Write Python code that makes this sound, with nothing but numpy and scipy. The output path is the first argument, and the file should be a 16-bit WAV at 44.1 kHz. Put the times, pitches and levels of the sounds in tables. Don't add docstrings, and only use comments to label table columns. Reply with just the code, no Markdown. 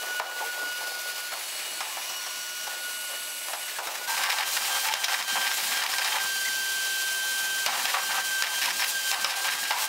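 import sys
import numpy as np
from scipy import signal
from scipy.fft import rfft, irfft
from scipy.io import wavfile
from scipy.ndimage import uniform_filter1d

SR = 44100
rng = np.random.default_rng(int(sys.argv[2]) if len(sys.argv) > 2 else 0)


def materialize(psi):
    bounded = np.clip(np.atleast_2d(psi).T, -1, 1)
    quanta = np.round(bounded * 32767).astype(np.int16)
    wavfile.write(sys.argv[1], SR, quanta)


N = 435708
CUT_S = 4.076

# (time [s], rotation [Hz])
DOOR_SPEED = [(0, 1468), (.2, 1460), (.4, 1456), (1.2, 1453.5), (1.85, 1455.5), (3.1, 1453.5), (3.52, 1455),
              (3.7, 1461), (4.07, 1457)]
FREE_HZ, FREE_SAG_HZ_PER_S = 1568.5, 1.9
TOUCH_SPEEDS_HZ, FAN_LAG_S = 10, 0.081
# (time [s], partial 1 [dB], partial 2 [dB], partial 3 [dB], partial 7 [dB])
WHINE_DOOR = [(0.0, -38, -43, -52.5, -57), (0.16, -31.5, -41.5, -52.5, -59), (0.24, -35, -41, -51, -63),
              (0.45, -35.5, -55, -48, -52.5), (0.7, -36, -43, -51.5, -57), (1.03, -41.5, -56, -48.5, -50),
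              (1.1, -40, -47, -48.5, -51), (1.32, -41, -53, -47.5, -51), (1.54, -72, -48, -47, -50),
              (1.6, -43, -53, -47, -51.5), (1.7, -56, -45, -58, -56), (1.79, -43.5, -49.0, -48.0, -53),
              (1.91, -57, -44.5, -70, -51), (2.21, -45.5, -47, -49.5, -54),
              (2.95, -41.5, -43.5, -59, -52.5), (3.54, -50.0, -49.5, -60, -49),
              (3.73, -48.5, -52, -51.0, -54), (4.06, -46, -56, -65, -67.5)]
WHINE_CABIN = [(4.09, -37.5, -54, -65, -58.5), (4.63, -41.5, -41, -50, -59.0), (5.18, -38.5, -40, -60, -59),
               (5.23, -51.0, -44, -57.5, -59), (5.3, -34.5, -36, -59, -57.5),
               (5.63, -39.5, -49, -49.5, -53), (5.79, -35.5, -42.5, -55.5, -52.5),
               (5.9, -57, -48.5, -55.5, -55), (5.97, -35.5, -49, -54, -57), (6.13, -39.5, -38.5, -64, -63),
               (6.28, -33.5, -42, -42.5, -53.0), (7.61, -33, -40, -53.5, -48),
               (7.76, -39.5, -44, -50.5, -52.5), (8.3, -34.5, -40.5, -50.5, -51),
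               (8.84, -40.5, -49, -46, -54.5), (9.05, -32.5, -37.5, -46, -53),
               (9.34, -38, -46.5, -54.0, -47), (9.88, -40, -46, -47, -63.5)]
# (start [s], length [s], change [dB])
WHINE_DIPS = [(1.202, 0.13, 0), (3.83, 0.26, -3), (4.502, 0.038, -14), (4.583, .12, -8), (4.872, .09, -3),
              (5.003, .04, 2), (5.06, .05, 0), (5.56, 0.044, -9), (6.023, 0.16, -3.5), (6.198, 0.065, 3.5),
              (7.759, .065, -14), (7.836, 0.032, 5), (7.876, 0.072, -21.5), (8.309, 0.12, 4.5),
              (8.418, 0.062, -0.5), (8.69, 0.04, -6), (8.815, 0.025, -3), (8.885, .035, -8),
              (8.942, 0.034, 5.5), (9.003, 0.036, -11), (9.257, 0.039, -6), (9.53, .03, -6.5),
              (9.691, .04, 7.5), (9.752, 0.058, -9)]
FLUTTER_DB, TOUCH_FLUTTER_DB, SHUT_MUFFLES = 0.06, 3, 0.45

# (frequency [Hz], level [dB])
AIR_DOOR = [(40, -32), (110, -27), (200, -12.5), (330, -11), (600, -3.5), (1100, 5.5), (1700, 1.7),
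            (2500, 8), (4000, 3), (7000, 1), (9200, 0.5), (11500, 0.5), (15000, 0.5)]
AIR_CABIN = [(40, -27), (110, -20), (180, -23), (330, -13.5), (560, -5.5), (850, -2), (1400, -4.5),
             (2800, 0), (5000, 2), (8000, 0), (10500, -6), (12600, -12), (15000, -6.5)]
# (centre [Hz], width [Hz], gain [dB])
GAP_DOOR = [(610, 35, 10.5), (2200, 280, -12), (3880, 470, -5), (4780, 440, -6), (5930, 200, 0.5),
            (6670, 480, -3.5), (7800, 770, -5), (9860, 360, -8), (11400, 340, -8), (13900, 320, -26)]
GAP_CABIN = [(790, 39, -14), (1110, 42, -17), (2540, 130, -9), (2800, 740, -6.5), (4050, 240, -5.5),
             (5740, 120, -9), (7150, 400, -14), (9130, 420, -7), (12400, 1700, 4.5)]
# (start [s], length [s], hiss change [dB], fan speed-up [Hz])
SEALS = [(4.08, 0.062, 1, -2), (4.247, 0.053, -3, 0.5), (4.395, 0.06, -6.5, 1.5), (4.47, 0.24, 1.5, 10),
         (4.714, .16, 1.5, 2), (4.884, 0.065, -4, 0), (4.952, .04, -2, -2), (5.012, 0.057, -1.5, 0),
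         (5.06, .02, -3, -4), (5.206, 0.067, -5.5, 1), (5.531, 0.21, 1.5, 37), (5.81, 0.078, -6.5, 15),
         (6.173, .03, -4, 2), (7.77, 0.19, 1, 13.5), (8.204, .035, -3, -7), (8.427, .05, -2, 2.5),
         (8.533, 0.16, 1, 23), (8.685, 0.043, -2, 44), (8.756, 0.054, 1, 32.5), (8.872, 0.037, 2.5, 77.5),
         (9.065, 0.071, 1.5, -1.5), (9.144, 0.059, -2, -3.5), (9.318, 0.036, -5, 48),
         (9.36, 0.14, 0.5, 28.5), (9.474, .025, -7, 33), (9.516, 0.034, -0.5, 34), (9.555, .03, -3, 58),
         (9.585, .04, 1, 103.5), (9.64, .03, -3.5, 45), (9.724, 0.022, -2, 0), (9.78, .075, 2, 16),
         (9.865, .02, -6, 51)]
SEAL_S = 0.003
EDGE_DB, EDGE_FOLLOWS, EDGE_HZ = -45, 5.3, 5900
# (start [s], length [s], pitch [Hz], level [dB])
SINGING = [(0.402, 0.051, 820, -31.5), (0.415, .08, 456, -45), (.45, 1, 4930, -46.5), (1.0, 2.8, 4360, -49),
           (0.62, 0.066, 286, -52), (1.3, 2.7, 280, -71), (1.3, 0.65, 10500, -47), (1.352, 0.71, 8050, -44),
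           (1.75, 0.73, 1047, -50), (1.85, 1.02, 5680, -43.5), (1.9, 1.03, 7900, -49),
           (2.647, 1.35, 8130, -44.5), (2.6, 1.3, 11240, -44.5), (3.752, 0.058, 1660, -39),
           (4.071, 0.1, 910, -34.5), (4.845, .1, 870, -35), (5.04, 0.015, 5470, -33),
           (5.28, 0.078, 4250, -39), (5.912, .03, 5230, -34), (8.648, 0.068, 964, -35.5),
           (8.79, 0.051, 5400, -35.5), (9.701, 0.022, 830, -25), (9.722, .11, 935, -37)]
SINGING_WIDTH = .11

# (start [s], length [s], rubbing [dB], grit [dB])
STROKES = [(.01, 0.13, -38.5, -47), (0.22, 0.087, -34, -41), (0.36, .15, -34.5, -46),
           (0.543, .13, -36.5, -61), (0.788, 0.15, -40, -50), (.95, 0.27, -45.5, -58),
           (1.305, 0.11, -44, -47), (1.515, 0.31, -46.5, -44.5), (1.802, 0.067, -43.5, -38.5),
           (1.95, 0.32, -54, -48), (2.672, 0.23, -47, -53), (3.095, .06, -42, -48), (3.48, 0.19, -61, -49),
           (3.675, .09, -46, -43), (3.78, 0.036, -35, -52), (3.86, 0.21, -40.5, -48),
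           (4.085, 0.067, -38, -37.5), (4.165, 0.1, -31, -34), (4.285, 0.046, -31, -35.5),
           (4.362, 0.044, -33, -34.5), (4.42, 0.11, -37, -48), (4.562, 0.096, -36, -36),
           (4.676, 0.1, -32, -42), (4.822, 0.094, -37, -32.5), (4.938, 0.018, -37, -32),
           (5.01, 0.034, -44, -32), (5.085, 0.1307, -31.5, -34.5), (5.278, 0.059, -36, -38),
           (5.355, 0.022, -25, -41), (5.41, 0.11, -34, -35), (5.577, 0.14, -39, -39),
           (5.71, 0.14, -35.5, -31), (5.886, 0.051, -33, -35.5), (5.979, .14, -34.5, -35),
           (6.136, 0.044, -30.5, -37.5), (6.158, 0.088, -34.5, -57), (7.673, 0.14, -32.5, -32.5),
           (7.85, 0.058, -37.5, -34), (7.938, .03, -19, -31), (8.089, 0.114, -31.5, -37),
           (8.433, 0.0477, -46, -34.5), (8.531, 0.0586, -41, -39), (8.614, 0.092, -40, -32),
           (8.793, 0.058, -33.5, -31), (9.11, .085, -32, -37.5), (9.247, 0.052, -37, -29),
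           (9.37, 0.037, -35.5, -42), (9.44, 0.14, -36.5, -35), (9.627, 0.028, -41, -34),
           (9.707, 0.12, -32, -35)]
STROKE_ATTACK_S, STROKE_RELEASE_S = 0.0033, 0.032
STROKE_SAG_DB_PER_S, STROKE_WAVER_DB = 20, 1
# (frequency [Hz], level [dB])
RUB_DOOR = [(40, -38), (200, -30), (330, -9), (520, 1), (780, -2), (1200, -4), (2000, -18.5), (5000, -50),
            (15000, -31)]
RUB_CABIN = [(40, -55), (300, -39.5), (440, -17), (540, -0.5), (650, -7.5), (760, 3), (1000, 4),
             (1350, 3.5), (2200, -2), (5000, -19.5), (15000, -41)]
GRIT = [(40, -40), (600, -38), (1300, 2.5), (1750, 12), (2800, 5), (4300, 3), (5200, 1.5), (6500, -6),
        (15000, -9)]
# (centre [Hz], width [Hz], gain [dB])
WAND = [(543, 9.8, -7.5), (771, 70, 1), (873, 6, 7.5), (989, 17, 1.5), (1150, 14, 0), (1270, 26, -20),
        (2000, 67, -36), (2360, 19, 3), (2820, 320, -5), (3800, 38, 4), (5220, 200, 1.5)]

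# (time [s], strength before filters and trim [dB], brightness [dB])
KNOCKS = [(.198, -10, -11), (.3, -31, 3), (.809, -31, -2), (1.159, -37, 6), (1.319, -22.5, -4),
          (1.805, -20, 7.5), (1.966, -26, -1), (2.095, -28, -2), (2.262, -35, 15), (2.668, -24.5, 1),
          (3.481, -27, -1), (3.532, -21.5, 5), (3.785, -21, 4), (3.87, -22, 5), (3.952, -38, 20),
          (4.176, -17, -14), (4.236, -18, -3), (4.325, -17, -6), (4.385, -14, -9), (4.9378, -11.5, 1),
          (5.042, -16.5, 8), (5.082, -12.5, -9.5), (5.799, -35, 8), (5.835, -16, -1), (5.914, -24, 4),
          (5.983, -15, 0), (6.044, -19, 4), (7.6617, -6.5, -3.5), (7.667, -10.5, -7.5), (7.854, -12.5, -6),
          (7.948, -16.5, -2.5), (8.4228, -10, -1), (8.614, -23, 2.5), (8.656, -16, 4), (9.114, -14, 0.5),
          (9.2448, -7, -3.5), (9.304, -19.5, 5.5), (9.633, -22, -1), (9.7074, -9.5, -16.5),
          (9.822, -23, 0.5)]
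# (strength [dB], rise time constant [s])
KNOCK_RISE = [(-20, .0028), (-13.5, .0004)]
SOFT_LINGERS = 0.8
# (frequency [Hz], level [dB])
KNOCK_DOOR = [(40, -15), (220, -14), (400, -7), (750, 5.5), (1600, 5), (3000, -5.5), (6000, -5),
              (15000, -18)]
KNOCK_CABIN = [(40, -31), (400, -20), (560, -13), (750, -7.5), (1300, -2.5), (2300, -0.5), (5200, -0.5),
               (8000, -7.5), (15000, -15)]
# (delay [s], gain [dB])
PANELS = [(.0017, -34), (.0033, -22.5), (.0045, -17.5), (.0073, -16), (.0091, -24.5), (0.0129, -9.5),
          (0.0188, -12)]
# (time [s], pitch [Hz], level [dB])
SQUEAK = [(6.446, 1755, -60), (6.452, 1956, -32), (6.469, 2110, -36), (6.475, 2220, -48),
          (6.482, 2030, -30), (6.489, 1850, -39), (6.494, 1650, -60)]

# (start [s], length [s], level [dB])
BOOMS = [(1.713, .08, -55), (2.34, .05, -61), (5.312, .08, -49), (5.62, .17, -53), (6.467, .13, -56.5),
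         (7.661, .19, -50.5), (8.075, 0.27, -57), (8.625, 0.21, -53), (9.183, 0.12, -53),
         (9.477, .16, -56.5)]
BOOM_DOOR_DB, BOOM_CABIN_DB = -68, -60.5
# (time [s], pitch [Hz], peak level [dB])
HUM = [(0, 356, -59.5), (4.07, 353.6, -65), (4.08, 382, -60.5), (7, 390, -57.5), (9.88, 385, -62.5)]
CUTOFF_HZ = 15700


def whine():
    by_door = beside()
    loaded_hz, muffle_db, touch = fan_under_load()
    hz = np.where(by_door, in_time(DOOR_SPEED)[0], loaded_hz)
    door_db = np.array(in_time(WHINE_DOOR)) + 0.5
    cabin_db = np.array(in_time(WHINE_CABIN)) + 1.0 + muffle_db
    first_db, second_db, third_db, blade_db = np.where(by_door, door_db, cabin_db)
    dips_db = whine_dips()
    first_db = first_db + dips_db
    second_db = second_db + 0.24 * dips_db
    turn = 2 * np.pi * np.cumsum(hz + .3 * drift(12)) / SR
    partials = [(1, first_db), (2, second_db), (3, third_db),
                (4, second_db - 14), (7, blade_db), (8, blade_db - 7)]
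    out = np.zeros(N)
    for k, db in partials:
        flutter_db = FLUTTER_DB * drift(32) + TOUCH_FLUTTER_DB * touch * drift(9)
        out += from_db(db + flutter_db) * np.sin(k * turn)
    return np.sqrt(2) * out


def fan_under_load():
    starts, lengths, _, _ = np.transpose(STROKES)
    contact = held(starts, lengths, np.ones(len(starts)))
    touch = np.clip(1.3 * lag(contact, time_s=0.0249), 0, 1)
    gap_db, faster_hz = suction()
    free_hz = FREE_HZ - FREE_SAG_HZ_PER_S * (np.arange(N) / SR - CUT_S)
    hz = free_hz + lag(TOUCH_SPEEDS_HZ * touch + faster_hz, FAN_LAG_S)
    return hz, SHUT_MUFFLES * np.minimum(gap_db, 0), touch


def whine_dips():
    return lag(held(*np.transpose(WHINE_DIPS)), time_s=.008)


def beside_door():
    rub_db, grit_db = work(idle_rub_db=-52.5, idle_grit_db=-50.5)
    hiss = air(-36.5, AIR_DOOR, GAP_DOOR, flutter_db=1.22)
    rub = scrape(rub_db - 4.0, RUB_DOOR, per_s=1200, spread_db=1.0, judder_db=2.5)
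    grit = scrape(grit_db + 2.5, GRIT, per_s=2800, spread_db=2.0, judder_db=1.5)
    hits = knocks(KNOCK_DOOR, decay_s=0.0059, rattle_s=0.058, rattle_db=-9.0, bright_hz=1780)
    return hiss + rub + grit + from_db(-4) * hits


def across_cabin():
    rub_db, grit_db = work(idle_rub_db=-47.5, idle_grit_db=-51)
    gap_db, _ = suction()
    hiss = air(gap_db - 31.5, AIR_CABIN, GAP_CABIN, flutter_db=0.88) + edge_hiss(gap_db)
    rub = scrape(rub_db - 1.15, RUB_CABIN, per_s=1500, spread_db=1, judder_db=1.5)
    grit = scrape(grit_db + 2.5, GRIT, per_s=1100, spread_db=0.0, judder_db=4.5)
    hits = knocks(KNOCK_CABIN, decay_s=0.0036, rattle_s=0.071, rattle_db=-6.5, bright_hz=2200)
    return hiss + rub + grit + from_db(-3) * hits


def air(level_db, spectrum, gap, flutter_db):
    rush = noise()
    rush = rush + sum(from_db(db) * resonate(rush, hz, width) for hz, width, db in gap)
    hiss = rms_one(panels(colour(rush, spectrum)))
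    return from_db(level_db + flutter_db * drift(34)) * hiss


def edge_hiss(gap_db):
    high_pass = signal.butter(2, EDGE_HZ, "high", fs=SR, output="sos")
    fine = signal.sosfilt(high_pass, noise())
    return from_db(EDGE_DB + EDGE_FOLLOWS * gap_db + 1.5 * drift(12)) * rms_one(panels(fine))


def suction():
    starts, lengths, hiss_db, faster_hz = np.transpose(SEALS)
    return lag(held(starts, lengths, hiss_db), SEAL_S), held(starts, lengths, faster_hz)


def scrape(level_db, spectrum, per_s, spread_db, judder_db):
    clicks = rms_one(grains(per_s, spread_db) * from_db(judder_db * drift(26)))
    return from_db(level_db) * rms_one(colour(wand(clicks), spectrum))


def grains(per_s, spread_db):
    sizes = from_db(spread_db * np.minimum(rng.exponential(1, N), 4))
    struck = rng.random(N) < per_s / SR
    return rms_one(struck * sizes * rng.choice([-1, 1], N))


def work(idle_rub_db, idle_grit_db):
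    starts, lengths, rub_db, grit_db = np.transpose(STROKES)
    pressure_db = STROKE_WAVER_DB * drift(30)
    levels = []
    for db, idle_db in ((rub_db, idle_rub_db), (grit_db, idle_grit_db)):
        level = np.hypot(swells(starts, lengths, db), from_db(idle_db))
        levels.append(20 * np.log10(level) + pressure_db)
    return levels


def knocks(spectrum, decay_s, rattle_s, rattle_db, bright_hz):
    dull, bright, rattle, push = np.zeros((4, N))
    for s, db, bright_db in KNOCKS:
        at = round(s * SR)
        t = np.arange(min(SR // 4, N - at)) / SR
        span = slice(at, at + len(t))
        rise_s = np.interp(db, *np.transpose(KNOCK_RISE))
        contact = from_db(db) * (1 - np.exp(-t / rise_s)) * rng.standard_normal(len(t))
        crack = contact * np.exp(-t / (decay_s + SOFT_LINGERS * rise_s))
        abrupt = np.exp(-rise_s / 0.001)
        push[span] += from_db(db - 30.0) * abrupt * np.exp(-t / .003)
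        dull[span] += crack
        bright[span] += crack * from_db(bright_db)
        rattle[span] += contact * from_db(rattle_db) * np.exp(-t / rattle_s)
    low_pass = signal.butter(1, bright_hz, fs=SR)
    cracks = bright + signal.lfilter(*low_pass, dull - bright)
    body = cracks + resonate(rattle, 700, 650)
    return panels(colour(wand(body), spectrum)) + resonate(push, 70, 250)


def wand(x):
    return x + sum(from_db(db) * resonate(x, hz, width) for hz, width, db in WAND)


def panels(x):
    at = np.arange(N)
    dulled = signal.sosfilt(signal.butter(1, 9000, fs=SR, output="sos"), x)
    return x + sum(from_db(db) * np.interp(at - round(s * SR), at, dulled, left=0) for s, db in PANELS)


def singing():
    out, rush = np.zeros(N), noise()
    for start, length, hz, db in SINGING:
        span = slice(round(start * SR), round((start + length) * SR))
        width_hz = SINGING_WIDTH * hz
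        band = resonate(resonate(rush[span], hz, width_hz), hz, width_hz)
        out[span] += from_db(db) * rms_one(band) * signal.windows.tukey(len(band), .5)
    return out


def squeak():
    hz, db = in_time(SQUEAK)
    t = np.arange(N) / SR
    turn = 2 * np.pi * np.cumsum(hz + 20 * drift(150)) / SR
    sounding = (t > SQUEAK[0][0]) & (t < SQUEAK[-1][0])
    tone = np.sin(turn) + from_db(-8) * np.sin(3 * turn)
    return sounding * from_db(db) * np.sqrt(2) * tone


def lows():
    rumble_db = np.where(beside(), BOOM_DOOR_DB, BOOM_CABIN_DB) + 2 * drift(8)
    weight = np.hypot(swells(*np.transpose(BOOMS)), from_db(rumble_db))
    boom = rms_one(resonate(resonate(noise(), 176, 71), 292, 114))
    hum_hz, hum_db = in_time(HUM)
    hum = np.sin(2 * np.pi * np.cumsum(hum_hz + 2.53 * drift(8.9)) / SR)
    return from_db(-5.0) * weight * boom + from_db(hum_db) * hum


def beside():
    return np.arange(N) < CUT_S * SR


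def from_db(db):
    return 10 ** (np.asarray(db) / 20)


def rms_one(x):
    return x / np.sqrt(np.mean(x ** 2) + 1e-20)


def in_time(rows):
    s, *columns = np.transpose(rows)
    return [np.interp(np.arange(N) / SR, s, c) for c in columns]


def noise():
    return rng.standard_normal(N)


def drift(rate_hz):
    hz = np.arange(N // 2 + 1) * SR / N
    return rms_one(irfft(rfft(noise()) / (1 + (hz / rate_hz) ** 2), N))


def colour(x, spectrum, size=4096):
    hz, db = np.transpose(spectrum)
    grid = np.maximum(np.arange(size // 2 + 1) * SR / size, 1)
    gain = from_db(np.interp(np.log(grid), np.log(hz), db))
    cepstrum = irfft(np.log(gain))
    cepstrum[1:size // 2] *= 2
    cepstrum[size // 2 + 1:] = 0
    response = irfft(np.exp(rfft(cepstrum)))
    return signal.fftconvolve(x, response / np.linalg.norm(response))[:N]


def resonate(x, hz, width_hz):
    r = np.exp(-np.pi * width_hz / SR)
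    zeros = np.array([1, 0, -1]) * (1 - r * r) / 2
    poles = [1, -2 * r * np.cos(2 * np.pi * hz / SR), r * r]
    return signal.lfilter(zeros, poles, x + 1e-18)


def lag(x, time_s):
    r = np.exp(-1 / (time_s * SR))
    return signal.lfilter([1 - r], [1, -r], x + 1e-18)


def held(starts, lengths, values):
    out = np.zeros(N)
    for start, length, value in zip(starts, lengths, values):
        out[round(start * SR):round((start + length) * SR)] += value
    return out


def swells(starts, lengths, levels_db):
    out = np.zeros(N)
    for start, length, db in zip(starts, lengths, levels_db):
        at = round(start * SR)
        t = np.arange(min(SR // 2, N - at)) / SR
        span = slice(at, at + len(t))
        rise = np.minimum(t / STROKE_ATTACK_S, 1)
        fall = np.exp(-np.maximum(t - length, 0) / STROKE_RELEASE_S)
        sagging_db = db - STROKE_SAG_DB_PER_S * (t - length / 2)
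        out[span] = np.maximum(out[span], from_db(sagging_db) * rise * fall)
    return out


def gain_control(x, threshold_db, share, attack_s, release_db_per_s):
    level_db = 10 * np.log10(np.maximum(uniform_filter1d(x * x, size=130), 1e-12))
    ramp = release_db_per_s * np.arange(N) / SR
    over_db = np.maximum.accumulate(np.maximum(level_db - threshold_db, 0) + ramp) - ramp
    r = np.exp(-1 / (attack_s * SR))
    smooth_db = signal.lfilter([1 - r], [1, -r], over_db)
    return x * from_db(-share * smooth_db)


def scene():
    nozzle = np.where(beside(), beside_door(), across_cabin())
    mono = whine() + nozzle + singing() + squeak() + lows()
    return np.array([mono, mono])


def record(dry):
    threshold_db = np.where(beside(), -30, -24)
    levelled = gain_control(dry[0], threshold_db, share=0.66, attack_s=.002, release_db_per_s=76)
    top_cut = signal.ellip(12, .1, 80, CUTOFF_HZ, fs=SR, output="sos")
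    out = signal.sosfilt(top_cut, levelled)
    return np.array([out, out])


dry = scene()
out = record(dry)
materialize(out)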